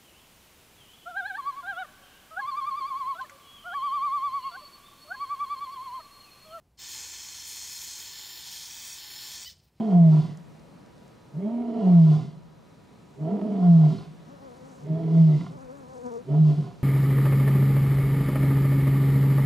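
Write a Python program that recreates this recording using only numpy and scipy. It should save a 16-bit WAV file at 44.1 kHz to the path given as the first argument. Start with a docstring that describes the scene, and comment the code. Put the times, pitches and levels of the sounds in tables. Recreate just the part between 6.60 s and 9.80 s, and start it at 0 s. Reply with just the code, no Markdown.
"""A hissing, spitting spray rings a thin straw and a metal bore, over a low workshop hum.
An aerosol can sprays cleaner into the part: turbulent noise through resonances that fade from pose to pose
as the hand moves the aim. The closing valve squeaks in a few harmonics, the straw whistles in gliding
sines and dribbles out. Ticks are short chirps, the room is shaped noise, the walls are sparse echoes."""
import sys
import numpy as np
from scipy import signal
from scipy.fft import rfft, irfft
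from scipy.io import wavfile
from scipy.ndimage import uniform_filter1d, map_coordinates

SR = 44100
rng = np.random.default_rng(int(sys.argv[2]) if len(sys.argv) > 2 else 0)


def voltage_ratio(decibels):
    """Convert decibels (scalar or array-like) to amplitude ratios, 20 dB per decade."""
    exponent = np.asarray(decibels, float) / 20
    return 10 ** exponent


def generate_wav(signal):
    """Clip the signal to [-1, 1] and save it as 16-bit WAV at the path in sys.argv[1]."""
    frames = np.transpose(np.atleast_2d(signal))
    scaled = np.clip(frames, -1, 1) * 32767
    pcm = np.round(scaled).astype(np.int16)
    wavfile.write(sys.argv[1], SR, pcm)


N = 141120  # samples, 3.2 s

# Crossovers between lows, body, treble and top treble, and the upper end of the spray's band, in Hz
LOW_HZ, TREBLE_HZ, TOP_HZ, EDGE_HZ = 2800, 9200, 13000, 15770


def evened(x):
    """Scales to rms 1."""
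    return x / np.sqrt(np.mean(x ** 2) + 1e-20)


def read(points, hz):
    """Reads a spectrum table on a log frequency axis."""
    point_hz, value = np.transpose(points)
    return np.interp(np.log(hz + 1), np.log(point_hz + 1), value)


def along(table, column=1):
    """Interpolates one column of a time table, sample by sample."""
    rows = np.array(table)
    return np.interp(np.arange(N) / SR, rows[:, 0], rows[:, column])


def wander(seconds):
    """Smooth random drift of rms 1: noise averaged over the given time."""
    return evened(uniform_filter1d(rng.standard_normal(N), max(int(seconds * SR), 2)))


def room_tone():
    """Low workshop rumble of shaped noise, with hum lines made fuzzy by a narrow band of noise each."""
    # Colour of the rumble. Each row: frequency in Hz, relative density in dB per Hz.
    rumble_colour = [(18, -48), (30, -13.5), (66, -4), (156, -5), (188, -9.5), (238, -14), (278, -15),
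                     (423, -17.5), (626, -22.5), (714, -21), (1000, -23.5), (1370, -29), (1740, -31.5),
                     (4830, -35.5), (15700, -40)]
    # Wavering low hum. Each row: frequency in Hz, width in Hz between the -6 dB points, rms level in dB.
    hum_lines = [(59.4, 13, -73.5), (83.3, 2.6, -72.5), (142.3, 9.9, -75.5)]
    rumble_db = -67.5
    hz = np.fft.rfftfreq(N, 1 / SR)
    rumble = irfft(rfft(rng.standard_normal(N)) * voltage_ratio(read(rumble_colour, hz)), N)
    out = voltage_ratio(rumble_db) * evened(rumble)
    for centre, spread_hz, db in hum_lines:
        line = 1 / (1 + (2 * (hz - centre) / spread_hz) ** 2)
        out = out + voltage_ratio(db) * evened(irfft(rfft(rng.standard_normal(N)) * line, N))
    return out


def walls(x):
    """Sparse echoes from bench and walls, of random sign and spacing, decaying exponentially."""
    t60_s = .2
    taps = np.zeros(SR // 2)
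    at = np.arange(60, SR // 2 - 22, 22)
    at = at + rng.integers(0, 22, len(at))  # one echo somewhere in every 22 samples
    taps[at] = rng.choice([-1., 1.], len(at)) * voltage_ratio(-60 * at / SR / t60_s)
    return signal.fftconvolve(x, taps / np.linalg.norm(taps))[:N]


def ticks():
    """Small ticks of the nozzle: windowed sines, each a few milliseconds long."""
    # Each row: start in seconds, start pitch in Hz, end pitch in Hz, length in seconds, peak level in dB.
    tick_rows = [(0.172, 2800, 14000, .005, -64), (2.982, 13000, 13000, .003, -74)]
    out = np.zeros(N)
    for start, start_hz, end_hz, length, db in tick_rows:
        n = int(length * SR)
        at = round(start * SR)
        cycles = np.cumsum(np.geomspace(start_hz, end_hz, n)) / SR
        out[at:at + n] += voltage_ratio(db) * np.hanning(n) * np.sin(2 * np.pi * cycles)
    return out


def straw_whistles(wobble):
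    """The straw whistles as the flow thins: sines that glide just before their peak."""
    # Each row: start, peak and end in seconds, start pitch in Hz, end pitch in Hz, rms level at the peak in dB.
    whistle_rows = [(2.852, 2.875, 2.888, 2970, 3060, -46), (2.84, 2.871, 2.89, 4520, 5040, -49),
                    (2.865, 2.878, 2.885, 15200, 15300, -62), (2.93, 2.95, 3.01, 3000, 3020, -76),
                    (3.145, 3.19, 3.21, 3980, 4020, -83)]
    t, out = np.arange(N) / SR, np.zeros(N)
    for start, peak, end, start_hz, end_hz, db in whistle_rows:
        swell = np.sin(np.pi / 2 * np.interp(t, [start, peak, end], [0, 1, 0])) ** .5
        hz = np.interp(t, [(start + peak) / 2, peak], [start_hz, end_hz])
        out = out + voltage_ratio(db) * swell * np.sin(2 * np.pi * np.cumsum(hz * wobble) / SR)
    return np.sqrt(2) * out


def valve_squeak(wobble):
    """The closing valve squeaks: three harmonics on a short pitch arch, brightening as it falls."""
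    # Each row: time in seconds, pitch in Hz, rms level of the fundamental in dB,
    # brightness in dB per step up the harmonics.
    arch = [(2.856, 1750, -74, -4), (2.862, 1800, -65, -4), (2.869, 1990, -58, -2), (2.884, 2000, -58, 1),
            (2.892, 1830, -62, 3), (2.898, 1650, -67, 7), (2.903, 1420, -77, 8), (2.907, 1380, -90, 8)]
    t = np.arange(N) / SR
    turns = np.cumsum(along(arch) * wobble) / SR
    brightness_db = along(arch, column=3)
    tone = np.zeros(N)
    for order in (1, 2, 3):
        harmonic = np.sin(2 * np.pi * (order * turns + rng.random()))
        tone = tone + voltage_ratio((order - 1) * brightness_db) * harmonic
    sounding = (t > arch[0][0]) * (t < arch[-1][0])
    return np.sqrt(2) * tone * voltage_ratio(along(arch, column=2)) * sounding


def turbulence():
    """Fluttering gas noise with short spits of liquid: random noise bursts that die off exponentially."""
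    spits_per_s, spit_spread_db, spit_db, spit_s = 900, 4, -10.5, 0.00028  # spit_db is relative to the gas
    flutter_db, flutter_s, surge_db, surge_s = 0.96, 0.0026, 0.25, 0.029  # rms depths, averaging times
    struck = rng.random(N) < spits_per_s / SR
    size = struck * voltage_ratio(spit_spread_db * np.minimum(rng.exponential(1, N), 4))
    burst = signal.lfilter([1], [1, -np.exp(-1 / (spit_s * SR))], size)
    spits = evened(burst * rng.standard_normal(N))
    gas = evened(rng.standard_normal(N) * voltage_ratio(flutter_db * wander(flutter_s)))
    return (gas + voltage_ratio(spit_db) * spits) * voltage_ratio(surge_db * wander(surge_s))


def patchy(x):
    """Lays slowly changing ridges and gliding hollows over the spectrum."""
    # Hollows that open, and some glide, as the part turns. Each row: start and end in seconds,
    # start and end frequency in Hz, half width in Hz, depth in dB.
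    hollow_rows = [(1.98, 2.25, 13500, 11400, 830, -3), (2.1, 2.5, 13700, 10200, 610, -2),
                   (1.5, 1.75, 12500, 9800, 670, -2), (1.46, 1.88, 6300, 6050, 350, -3),
                   (2.35, 2.7, 5900, 6100, 350, -4), (1.43, 1.82, 8400, 8200, 580, -4),
                   (2.36, 2.68, 8000, 7900, 500, -2)]
    ridge_db, ridge_hz, ridge_s = 2.0, 450, .06  # rms in the treble; scales of the smoothing
    hz, t, z = signal.stft(x, SR, nperseg=512, noverlap=384)
    field = rng.standard_normal(z.shape)
    for _ in range(2):
        field = uniform_filter1d(field, int(ridge_hz / hz[1] / 2) + 1, 0)
        field = uniform_filter1d(field, int(ridge_s * SR / 128), 1)
    deeper_upwards = np.clip(hz / TREBLE_HZ, 0, 1)[:, None] ** 2
    db = ridge_db * deeper_upwards * evened(field)
    for start, end, start_hz, end_hz, half_hz, depth_db in hollow_rows:
        progress = np.clip((t - start) / (end - start), 0, 1)
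        centre = start_hz + progress * (end_hz - start_hz)
        dip = np.exp(-((hz[:, None] - centre) / half_hz) ** 2)
        db = db + depth_db * np.sin(np.pi * progress) ** .5 * dip
    return signal.istft(z * voltage_ratio(db), SR, nperseg=512, noverlap=384)[1][:N]


def pose_powers(hz):
    """Power spectrum of each pose: broad hiss plus resonant peaks of straw and bore, dented by gaps."""
    # Resonances of straw and bore, one table a pose. Each row: pitch in Hz,
    # least width in Hz between the -6 dB points, relative peak level in dB.
    ring_first = [(870, 110, -18), (1745, 42, -2), (2570, 130, -18), (3240, 78, -2), (4280, 280, 3),
                  (5260, 160, 3), (5540, 110, -2), (6400, 39, -3), (6770, 96, -1), (7200, 110, -4),
                  (8020, 82, -7), (9000, 46, -16), (9100, 57, -30), (10100, 140, -13), (10800, 92, -18),
                  (11700, 270, -25), (13700, 110, -19), (14800, 76, -22), (15300, 530, -20)]
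    ring_tilted = [(1750, 50, -7), (2530, 110, -10), (3460, 570, -12.5), (4300, 280, -0.5), (5150, 280, -2),
                   (5400, 89, -4), (6670, 130, 0.5), (7210, 50, -2), (8040, 130, -9), (8450, 48, -16),
                   (8770, 220, -6), (9800, 310, -13), (11200, 210, -20), (11500, 310, -18), (12900, 82, -9),
                   (12200, 51, -31), (13200, 39, -33), (13700, 470, -23), (14800, 42, -10)]
    ring_bore = [(867, 320, -25.5), (1766, 40, -2.5), (3260, 210, -7.5), (4275, 200, 2.5), (5150, 210, 5),
                 (5500, 77, 3), (6160, 27, -23), (6400, 59, -15), (6540, 53, -10), (7140, 270, -0.5),
                 (8900, 170, -9), (11300, 150, -22), (12700, 130, -13), (13000, 64, -16), (13400, 92, -12),
                 (13900, 88, -7), (14400, 54, -19), (14700, 110, -7), (14800, 110, -11)]
    ring_rim = [(872, 110, -28), (1764, 54, -6.5), (2550, 220, -6), (3400, 460, -7.5), (4480, 180, 3),
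                (5430, 79, -8), (5610, 98, 5), (6740, 120, 0), (7640, 100, -18), (8380, 37, -8),
                (8890, 97, -4), (9410, 44, -23), (9930, 120, -10), (10600, 37, -38), (11700, 160, -30),
                (12700, 56, -17), (13300, 250, -14), (14600, 180, -14), (15500, 360, -7)]
    ring_drain = [(3000, 150, -8), (4100, 150, -9), (4670, 200, -5), (5100, 220, -4), (5470, 200, -7),
                  (8800, 400, -20)]
    # Broad hiss between them, one table a pose. Each row: frequency in Hz, density in dB before hiss_db.
    hiss_first = [(120, -49), (200, -14.5), (352, -15), (667, -23), (862, -10), (1310, -14.5), (2530, -7),
                  (2820, -13), (3150, 0), (3850, -5.5), (4220, -7), (6540, 1), (9420, -14.5), (15700, -21)]
    hiss_tilted = [(120, -49), (200, -23.5), (316, -15.5), (667, -26.5), (862, -12.5), (1260, -18),
                   (2480, -9.5), (2770, -15), (3270, -4), (3920, -10.5), (4220, -9), (6540, -1.5),
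                   (9420, -11.5), (15700, -12)]
    hiss_bore = [(120, -42), (200, -16), (359, -12.5), (680, -22.5), (816, -7.5), (1310, -14.5),
                 (1760, -9.5), (2620, -8.5), (3090, 0), (4300, 1.5), (5970, -6.5), (7160, -2),
                 (8440, -14.5), (15700, -10.5)]
    hiss_rim = [(120, -47), (200, -15.5), (620, -21.5), (846, -11.5), (1260, -16.5), (2440, -8.5),
                (2820, -24), (3210, 1), (3990, -7.5), (4450, -4), (5650, -1), (6900, -1), (10700, -16),
                (15700, -16)]
    hiss_drain = [(290, -48), (500, -18), (561, -17), (639, -25), (2410, -15), (2780, -10), (4680, -4),
                  (7520, -14), (8950, -19), (10500, -34), (15700, -18)]
    # Gaps between the resonances, the same in every pose. Each row: frequency in Hz, half width in Hz,
    # depth in dB.
    gap_rows = [(1274, 54, -3.5), (1634, 50, -3.5), (2775, 110, -3), (3940, 175, -2.5), (4720, 113, -3),
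                (9530, 210, -2)]
    hiss_db = -1.5  # offset of every hiss table
    narrowest = .033  # least width of a resonance, as a share of its pitch
    poses = [(ring_first, hiss_first), (ring_tilted, hiss_tilted), (ring_bore, hiss_bore),
             (ring_rim, hiss_rim), (ring_drain, hiss_drain)]
    gaps_db = sum(db * np.exp(-((hz - f) / half_hz) ** 2) for f, half_hz, db in gap_rows)
    powers = []
    for rings, hiss in poses:
        power = voltage_ratio(read(hiss, hz) + hiss_db) ** 2
        for f, ring_hz, db in rings:
            off_centre = 2 * (hz - f) / max(ring_hz, narrowest * f)
            power = power + voltage_ratio(db) ** 2 / (1 + off_centre ** 2) ** 2
        powers.append(power * voltage_ratio(gaps_db) ** 2)
    return powers


def causal(power):
    """Minimum-phase response for a power spectrum: its phase is the Hilbert transform of the log gain."""
    half = np.log(power + 1e-10) / 2
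    full = np.concatenate([half, half[-2:0:-1]])
    return np.fft.ifft(np.exp(full - 1j * signal.hilbert(full).imag)).real[:2048]


def bands(x):
    """Splits into lows, body, treble and top treble, each of rms 1."""
    z, hz = rfft(x), np.fft.rfftfreq(len(x), 1 / SR)
    below_low, below_treble, below_top = [1 / (1 + (hz / edge) ** 16) for edge in (LOW_HZ, TREBLE_HZ, TOP_HZ)]
    top = (1 - below_top) * (hz < EDGE_HZ)
    gains = (below_low, below_treble - below_low, below_top - below_treble, top)
    return np.array([evened(irfft(z * gain, len(x))) for gain in gains])


def jet():
    """Turbulence through the wandering resonances of each pose, faded by the aim and levelled by the flow."""
    # Path of the aim. Each row: time in seconds, pose (0 first, 1 tilted, 2 deep in the bore, 3 at the rim,
    # 4 valve shut and straw draining; anything higher counts as 4).
    aim_path = [(0, 2), (0.81, 0.0), (0.87, 0.92), (1.37, 1.05), (1.5, 1.55), (1.83, 2.2), (1.95, 2.5),
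                (2.33, 3), (2.42, 2), (2.66, 2.05), (2.74, 2.5), (2.84, 3.0), (2.875, 6), (3.2, 4.0)]
    # Flow as the valve opens, sprays, shuts and the straw drains. Each row: time in seconds,
    # rms level of the body in dB, then lows, treble and top treble in dB relative to the body.
    opening = [(0.177, -62, -12, -27, -26), (0.195, -49, -9.5, -18, -9.5), (0.233, -44, -12.5, -36, -14),
               (0.3, -42.5, -11.5, -12.5, -17)]
    spraying = [(0.33, -40, -16.5, -24, -13), (0.35, -41.5, -11, -17.5, -15),
                (0.67, -43.5, -12.5, -18, -15), (0.84, -43.5, -13.5, -15, -17),
                (0.89, -41, -14.5, -12.5, -14), (1.01, -41.5, -14, -17.5, -17.5),
                (1.2, -41, -13.5, -13, -11), (1.35, -41.5, -14.5, -16.5, -19),
                (1.39, -42, -13.5, -16.5, -12), (1.5, -43, -12.5, -18, -14.5),
                (1.76, -45.5, -10.5, -12.5, -8), (1.84, -44, -12, -15.5, -14), (1.94, -42, -13, -12, -11),
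                (2.04, -42.5, -14, -12.5, -18), (2.16, -43.5, -11, -21, -8), (2.28, -41.5, -13, -15, -11),
                (2.45, -46, -9.5, -13.5, -12), (2.74, -42, -12.5, -13, -12), (2.8, -42, -12, -22, -16)]
    shutting = [(2.83, -42, -12, -22, -11), (2.845, -44, -13, -22, -10), (2.858, -47.5, -16, -21, -8),
                (2.876, -49.5, -18, -20, -6), (2.89, -55, -15, -16, -5), (2.897, -52, -19, -18, -8)]
    # Three lists of such rows, one after another
    closing = [
        [(2.905, -48, -18, -23, -15), (2.929, -56.5, -14, -20, -15), (2.951, -69.5, -8, -19, -23),
         (2.965, -68, -18, -21, -36)],
        [(2.975, -71, -6, -28, -33), (2.983, -73, -13, -10, -10), (2.997, -69, -12, -21, -22),
         (3.015, -75, -4, -15, -14), (3.047, -72, -13, -8, -7), (3.07, -78, -6, -13, -6)],
        [(3.085, -77, -3, -8, -6), (3.105, -87, 1, -10, -6), (3.151, -84, 0, -12, -12),
         (3.167, -80, -3, -15, -24), (3.189, -79, 4, -11, -16), (3.2, -78, -12, -12, -25)],
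    ]
    drift_share, drift_s = .005, .12  # the resonances wander by this rms share as the hand shakes
    drive = patchy(turbulence())
    aim = np.clip(along(aim_path), 0, 4)
    drift = uniform_filter1d(wander(drift_s), int(drift_s * SR))
    # Reading the sound at an uneven pace shifts its resonances up and down
    warped = np.arange(N) + drift_share * np.cumsum(evened(drift - drift.mean()))
    out = 0
    for pose, power in enumerate(pose_powers(np.fft.rfftfreq(8192, 1 / SR))):
        rung = signal.oaconvolve(drive, causal(power))[:N]
        rung = map_coordinates(rung, [warped], order=5, mode="mirror")
        share = np.clip(1 - abs(aim - pose), 0, 1)
        out = out + share * bands(rung)
    lows, body, treble, top = out
    flow = opening + spraying + shutting + sum(closing, [])
    low_gain, treble_gain, top_gain = [voltage_ratio(along(flow, column=k)) for k in (2, 3, 4)]
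    opened = np.arange(N) / SR > flow[0][0]
    coloured = low_gain * lows + body + treble_gain * treble + top_gain * top
    return opened * voltage_ratio(along(flow)) * coloured


def scene():
    """Spray, its echoes and the room, heard by one microphone and sent to both channels."""
    walls_db = -11
    wobble = 1 + .008 * wander(.003)  # pitch wobble shared by squeak and whistles, a share of the pitch
    spray = jet() + valve_squeak(wobble) + straw_whistles(wobble) + ticks()
    mono = spray + voltage_ratio(walls_db) * walls(spray) + room_tone()
    return np.array([mono, mono])


def roll_off(x):
    """The treble ends steeply here."""
    return signal.sosfilt(signal.butter(12, 15900, fs=SR, output="sos"), x)


def record(dry):
    """Limits the band with a steep linear-phase low-pass and finishes the mix."""
    lowpass = signal.firwin(1535, EDGE_HZ, window=("kaiser", 9), fs=SR)
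    limited = signal.oaconvolve(dry, lowpass[None], "same")
    return roll_off(limited)


dry = scene()
out = record(dry)
generate_wav(out)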